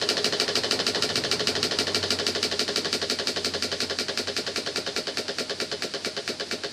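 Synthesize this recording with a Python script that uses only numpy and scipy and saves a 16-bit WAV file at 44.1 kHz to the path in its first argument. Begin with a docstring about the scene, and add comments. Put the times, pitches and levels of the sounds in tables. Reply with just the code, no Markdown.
"""In a small workshop, a single-cylinder model steam engine runs on a wooden bench and slowly loses speed.
Each turn releases two sharp exhaust beats, one light and one heavy. These impulses excite the
resonances of the metalwork, thump the bench and scatter round the room. Between the beats the
glands hiss, the bearings rub and the bench hums under the flywheel. The sound is close and mono."""
import sys
import numpy as np
from scipy import signal
from scipy.fft import rfft, irfft
from scipy.io import wavfile
from scipy.ndimage import uniform_filter1d

SR = 44100
rng = np.random.default_rng(int(sys.argv[2]) if len(sys.argv) > 2 else 0)


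def transcribe(u):
    """Save the signal u as a 16-bit wav file named by the first command-line argument.

    u: samples, shape (n,) or (channels, n), limited to [-1, 1]; the rate is SR.
    q: integer samples, one column per channel.
    """
    v = np.clip(np.atleast_2d(u).T, -1, 1)
    q = np.round(v * 32767).astype(np.int16)
    wavfile.write(sys.argv[1], SR, q)


N = 296352

# modes of bench and base plate: (frequency [Hz], width [Hz], light-beat gain [dB], heavy-beat gain [dB])
BENCH_MODES = [(185.6, 77, -15, -15), (251.6, 36.4, -12, -2), (319, 18, -10, -11), (361.7, 25, -8.5, -2),
               (418.8, 42.4, 0.6, -1), (474.2, 16, -7, -4), (544.7, 59, -6, -7.5), (620.5, 17, -7, -6.5),
               (689.4, 61, -10.5, -9), (842, 190, -19.5, -21.5)]
# modes of ports and metalwork: (frequency [Hz], width [Hz], light-beat gain [dB], heavy-beat gain [dB])
METAL_MODES = [(1135, 123, -13.5, -18), (1412, 143, -11, -7), (1724, 186, -9, -33), (1840, 520, -12, -12),
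               (2317, 130, -21, -8), (2685, 610, -20.5, -14), (3036, 49, -1.5, -12.5),
               (3140, 1270, -15, -17), (3846, 500, -13, -9.5), (4260, 580, -7.5, -6.5),
               (4607, 370, -11, -5.5), (5027, 530, -8, -7), (5450, 1890, -23.5, -15),
               (6000, 1601, -20.5, -20), (7780, 2220, -32.5, -21), (9530, 1100, -48.5, -27.5),
               (12140, 490, -62, -27.5)]
# spectrum of the gland leak: (frequency [Hz], relative spectral density [dB])
LEAK_SPECTRUM = [(20, -13), (55, -12.5), (150, -1), (250, 5.5), (450, 0.5), (900, -14.5), (1600, -5.5),
                 (3200, -3.5), (4700, 3.5), (6200, -9.5), (8500, -12.5), (11000, -21.5), (13000, -46),
                 (16000, -64)]
# rotation of the flywheel: (time [s], speed [turns/s])
FLYWHEEL_SPEED = [(0, 6.478), (2.0156, 6.2898), (3.6131, 5.6089), (5.1081, 4.7661), (6.72, 4.1305)]
# weighting of the heavy thump about 334 Hz: (time [s], gain below [dB], gain above [dB])
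HEAVY_THUMP_BANDS = [(0, -33, -27.5), (1.6, -29, -31), (3, -29, -31.5), (3.8, -30.5, -34.5),
                     (5.2, -31.5, -30.5), (6.72, -28, -34.5)]
# hum of the bench: (time [s], frequency [Hz], relative level [dB])
BENCH_HUM = [(0, 100, -50.5), (1.6, 99, -47), (2.0, 93.5, -41), (2.8, 91.5, -50), (3.6, 91, -47.5),
             (4.4, 90.5, -49), (4.8, 90.5, -53.5), (6.72, 91, -56.5)]

# level laws: (gain at full speed [dB], change per turn/s lost [dB], change at eased pressure [dB])
LIGHT_CHUFF, LIGHT_THUMP = (-26, -1.88, -0.19), (-30.4, -1.4, -0.2)
HEAVY_CHUFF, HEAVY_TREBLE = (-24.5, -0.1, -3.5), (0.2, -3.12, 4.5)
LEAK, FRICTION, RUMBLE = (-37, -1.66, -0.36), (-42, -1.7, -4), (-54, 0.5, -4)

START_TURN, HEAVY_TURN, LIGHT_TURN = 0.4261, 0, 0.5207  # crank position at the start and at each beat
SKIP_S, SKIP_TURNS, SKIP_DB = 1.0909, 0.1488, -2.3  # the beats jump ahead once in their timing, and one beat comes softer
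EASE_FROM_S, EASE_TO_S = 1.4, 3.4  # the supply pressure is eased off
SLOW_SPEED, FAST_SPEED = 5.35, 6.16  # the timbre of the beats changes between these [turns/s]
SURGE_S, SURGE_WIDTH_S = 1.35, 0.66  # rumble and friction swell and fade once
HOSE_SPACING_HZ, CUTOFF_HZ = 162.8, 15000

TIME = np.arange(N) / SR
AGE = np.arange(SR // 4) / SR  # time since the onset of a beat [s]
FREQS = np.arange(4097) * SR / 8192 + 1e-3


def undb(db):
    """Amplitude ratio of a level in decibels."""
    return 10 ** (np.asarray(db) / 20)


def unit_rms(x):
    """Normalisation to an rms of 1."""
    return x / np.sqrt(np.mean(x ** 2))


def curves(rows):
    """Linear interpolation of each column of a table over time."""
    times, *columns = np.transpose(rows)
    return [np.interp(TIME, times, column) for column in columns]


def wander(rate_hz):
    """Smoothed noise: a slow random fluctuation of rms 1."""
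    hold = int(SR / rate_hz)
    steps = np.repeat(rng.standard_normal(N // hold + 1), hold)
    return unit_rms(uniform_filter1d(uniform_filter1d(steps, hold), hold)[:N])


def resonance(hz, width_hz):
    """Magnitude response of two equal resonators in cascade."""
    return 1 / (1 + ((FREQS / hz - hz / FREQS) * hz / width_hz) ** 2)


def modal_gain(modes, heavy):
    """Modes add in power; the light and the heavy beat excite each to a different degree."""
    powers = [(undb(dbs[heavy]) * resonance(hz, width)) ** 2 for hz, width, *dbs in modes]
    return np.sqrt(sum(powers))


def shelf(hz, db):
    """Magnitude response of a shelving filter that raises or lowers the band above hz."""
    return undb(db / (1 + (hz / FREQS) ** 4))


def colour(x, gain):
    """Minimum-phase filter of the given spectral shape; white noise keeps its power."""
    cepstrum = irfft(np.log(gain / gain.max() + 1e-5))
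    half = len(cepstrum) // 2
    cepstrum[1:half] *= 2
    cepstrum[half + 1:] = 0
    response = irfft(np.exp(rfft(cepstrum)))[:half]
    return signal.oaconvolve(x, response / np.linalg.norm(response))[:N]


def tilt(x, hz, low_db, high_db):
    """A crossover at hz weights the low band and its complement separately."""
    low = signal.sosfiltfilt(signal.butter(2, hz, fs=SR, output="sos"), x)
    return undb(low_db) * low + undb(high_db) * (x - low)


def pulse(delay_s, rise_s, decay_s):
    """Delayed envelope with exponential rise and decay; peak 1."""
    age = np.maximum(AGE - delay_s, 0)
    shape = (1 - np.exp(-age / rise_s)) * np.exp(-age / decay_s)
    return shape / shape.max()


def whiten(x, bins):
    """Whitening by the locally averaged spectrum leaves only the fine ripple of reflections; energy 1."""
    spectrum = rfft(x)
    power = np.abs(uniform_filter1d(np.abs(spectrum) ** 2, bins)) + 1e-18
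    flat = irfft(spectrum / np.sqrt(power), len(x)) * (AGE < 0.18)
    return flat / np.linalg.norm(flat)


def speed():
    """Rotation rate of the flywheel in turns per second."""
    return curves(FLYWHEEL_SPEED)[0]


def turns():
    """Position of the beat cycle in turns: the integral of speed, plus one sudden jump ahead in the timing of
    the beats."""
    return START_TURN + np.cumsum(speed()) / SR + SKIP_TURNS * (TIME >= SKIP_S)


def slowness():
    """Crossfade weight: 0 at high speed, 1 at low speed."""
    return np.clip((FAST_SPEED - speed()) / (FAST_SPEED - SLOW_SPEED), 0, 1)


def level(law):
    """Gain in dB, linear in the speed lost and in the easing of the supply pressure."""
    full_db, slowing_db, eased_db = law
    lost = speed()[0] - speed()
    eased = np.interp(TIME, [EASE_FROM_S, EASE_TO_S], [0, 1])
    return full_db + slowing_db * lost + eased_db * eased


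def surge(peak_db):
    """Gaussian rise and fall of level, in dB."""
    return peak_db * np.exp(-((TIME - SURGE_S) / SURGE_WIDTH_S) ** 2)


def bench_drone():
    """Forced vibration of the bench under the flywheel: a wavering hum and a soft rumble."""
    hum_hz, hum_db = curves(BENCH_HUM)
    wavering_hz = hum_hz * (1 + 0.0185 * wander(15))
    tone = unit_rms(np.sin(2 * np.pi * np.cumsum(wavering_hz) / SR))
    hum = tone * undb(hum_db - 3.5 + 1.8 * wander(12))
    rumble = colour(rng.standard_normal(N), resonance(127, 114))
    return hum + rumble * undb(level(RUMBLE) + surge(peak_db=10.5))


def bearings():
    """Sliding friction of shaft and crosshead makes uneven noise that weakens as the engine slows."""
    spectrum = resonance(403, 660) + undb(-21) * resonance(1250, 830)
    rubbing = colour(rng.standard_normal(N), spectrum)
    return rubbing * undb(level(FRICTION) + surge(peak_db=3.5) + 2.2 * wander(30))


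def hose_comb(reflection):
    """Standing waves in the supply hose act as a comb filter around the whistle of the ports."""
    feedback = reflection * resonance(4500, 2300)
    return 1 / np.abs(1.5 - feedback * np.exp(2j * np.pi * FREQS / HOSE_SPACING_HZ))


def gland_leak():
    """Turbulent leakage hisses throughout; a finer hiss builds up before each heavy beat."""
    hz, db = np.transpose(LEAK_SPECTRUM)
    spectrum = undb(np.interp(np.log(FREQS), np.log(hz), db))
    steady = colour(rng.standard_normal(N), spectrum * hose_comb(0.15))
    phase = (turns() - HEAVY_TURN) % 1
    fine = phase ** 4 * colour(rng.standard_normal(N), resonance(5600, 2100))
    return undb(level(LEAK) + 0.26 * wander(24.97)) * (steady + undb(-5.5) * fine)


def crank_passes(turn):
    """Beats are phase-locked to the crank: time [s] and accent [dB] of each pass through one position."""
    crank = turns()
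    positions = np.arange(np.ceil(crank[0] - turn) + turn, crank[-1])
    times = np.interp(positions, crank, TIME)
    at_skip = np.abs(times - SKIP_S) < 2 / SR
    return times, 0.2 * rng.standard_normal(len(times)) + SKIP_DB * at_skip


def beats(times, dbs, envelope, turbulence, drift, bins):
    """Multipath scattering: beats share slowly drifting paths, and turbulence adds fresh noise to each."""
    paths_a, paths_b = rng.standard_normal((2, len(AGE)))
    fresh = rng.standard_normal((len(times), len(AGE)))
    train = np.zeros(N + len(AGE))
    for onset_s, db, gas in zip(times, dbs, fresh):
        angle = drift * onset_s / TIME[-1]
        paths = np.cos(angle) * paths_a + np.sin(angle) * paths_b + turbulence * gas
        start = int(onset_s * SR)
        train[start:start + len(AGE)] += undb(db) * whiten(paths * envelope, bins)
    return train * np.sqrt(SR / 20)  # a beat's level is its energy spread over 50 ms


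def light_stroke():
    """Impulse excitation: a knock rings the metal, exhaust reverberates and the bench booms late."""
    times, accent_db = crank_passes(LIGHT_TURN)
    chuff_db = accent_db + np.interp(times, TIME, level(LIGHT_CHUFF))
    thump_db = accent_db + np.interp(times, TIME, level(LIGHT_THUMP))
    metal = modal_gain(METAL_MODES, heavy=False)
    wall_echo = undb(-2.5) * pulse(0.00865, 0.00046, 0.0027)
    hit = np.hypot(pulse(0, 0.00044, 0.0029), wall_echo)
    knock = colour(beats(times, chuff_db, hit, turbulence=0.35, drift=0.87, bins=256), metal)
    # the crosshead slaps twice in its guide, plainer at low speed
    slap_shape = np.hypot(pulse(0, 0.00018, 0.00082), undb(-4.5) * pulse(0.0113, 0.00046, 0.0019))
    slaps = beats(times, chuff_db, slap_shape, turbulence=0.24, drift=0.89, bins=128)
    clack = undb(-15 + 3.5 * slowness()) * colour(slaps, resonance(1662, 420))
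    wash = undb(-7) * pulse(0.0078, 0.0019, 0.015) + undb(-10.5) * pulse(0, 0.0022, 0.046)
    exhaust = beats(times, chuff_db, wash, turbulence=0.95, drift=1.1, bins=96)
    rush = colour(exhaust, metal * hose_comb(0.66))
    # escaping gas wheezes after the knock
    trail = beats(times, chuff_db, pulse(0.0076, 0.009, 0.015), turbulence=1.8, drift=0.93, bins=96)
    wheeze = undb(-12.5) * colour(trail, resonance(3510, 780))
    boom = pulse(0.0024, 0.0062, 0.014) + undb(-26) * pulse(0, 0.001, 0.024)
    bench_force = beats(times, thump_db, boom, turbulence=0.47, drift=1.66, bins=20)
    thump = colour(bench_force, modal_gain(BENCH_MODES, heavy=False))
    chuff = tilt(undb(-4) * (knock + rush), hz=2200, low_db=0, high_db=-1.4)
    return chuff + clack + wheeze + thump


def heavy_stroke():
    """Sudden pressure release: the port cracks open, the main blow rings the metal, exhaust rushes out."""
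    times, accent_db = crank_passes(HEAVY_TURN)
    chuff_db = accent_db + np.interp(times, TIME, level(HEAVY_CHUFF))
    metal = modal_gain(METAL_MODES, heavy=True)
    slow = slowness()
    crack = undb(-2.5) * pulse(0, 0.00047, 0.0034)
    blow = pulse(0.0016, 0.00035, 0.00086)
    echo = undb(-3) * pulse(0.01015, 0.00015, 0.0019)
    hit = np.sqrt(crack ** 2 + blow ** 2 + echo ** 2)
    hits = beats(times, chuff_db, hit, turbulence=0.1, drift=1.0, bins=256)
    knock = undb(-4 - 1.9 * slow) * colour(hits, metal * shelf(7800, db=-5.5) * shelf(12000, db=6.5))
    # a hollow ring gives way to a lower one as the engine slows
    ring = beats(times, chuff_db, pulse(0.0015, 0.00083, 0.01), turbulence=0.47, drift=0.49, bins=64)
    hollow = (1 - slow) * colour(ring, resonance(2970, 340)) + slow * colour(ring, resonance(2570, 370))
    # the crosshead slaps once in its guide, plainer at low speed
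    slap_shape = pulse(0.00029, 0.00021, 0.0015)
    slaps = beats(times, chuff_db, slap_shape, turbulence=0.085, drift=0.88, bins=128)
    clack = undb(-16 + 3.9 * slow) * colour(slaps, resonance(1580, 650))
    wash = undb(-7.5) * pulse(0.0092, 0.0039, 0.022) + undb(-9) * pulse(0, 0.0013, 0.026)
    exhaust = beats(times, chuff_db, wash, turbulence=1.0, drift=1.54, bins=96)
    rush = undb(-2.5 + 0.78 * slow) * colour(exhaust, metal * hose_comb(0.4))
    # the bench answers late and low
    boom = pulse(0.015, 0.0042, 0.012) + undb(-4) * pulse(0, 0.0028, 0.0046)
    bench_force = beats(times, accent_db, boom, turbulence=0.18, drift=1.53, bins=20)
    thump = colour(bench_force, modal_gain(BENCH_MODES, heavy=True))
    chuff = tilt(knock + undb(-13.5) * hollow + rush, hz=2500, low_db=0, high_db=level(HEAVY_TREBLE))
    return chuff + clack + tilt(thump, 334, *curves(HEAVY_THUMP_BANDS))


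def scene():
    """Superposition of all sources, alike in both channels."""
    engine = light_stroke() + heavy_stroke() + gland_leak() + bearings() + bench_drone()
    return np.array([engine, engine])


def record(dry):
    """Band limiting: a steep elliptic low-pass removes the highest treble."""
    return signal.sosfilt(signal.ellip(8, 0.2, 70, CUTOFF_HZ, fs=SR, output="sos"), dry)


dry = scene()
out = record(dry)
transcribe(out)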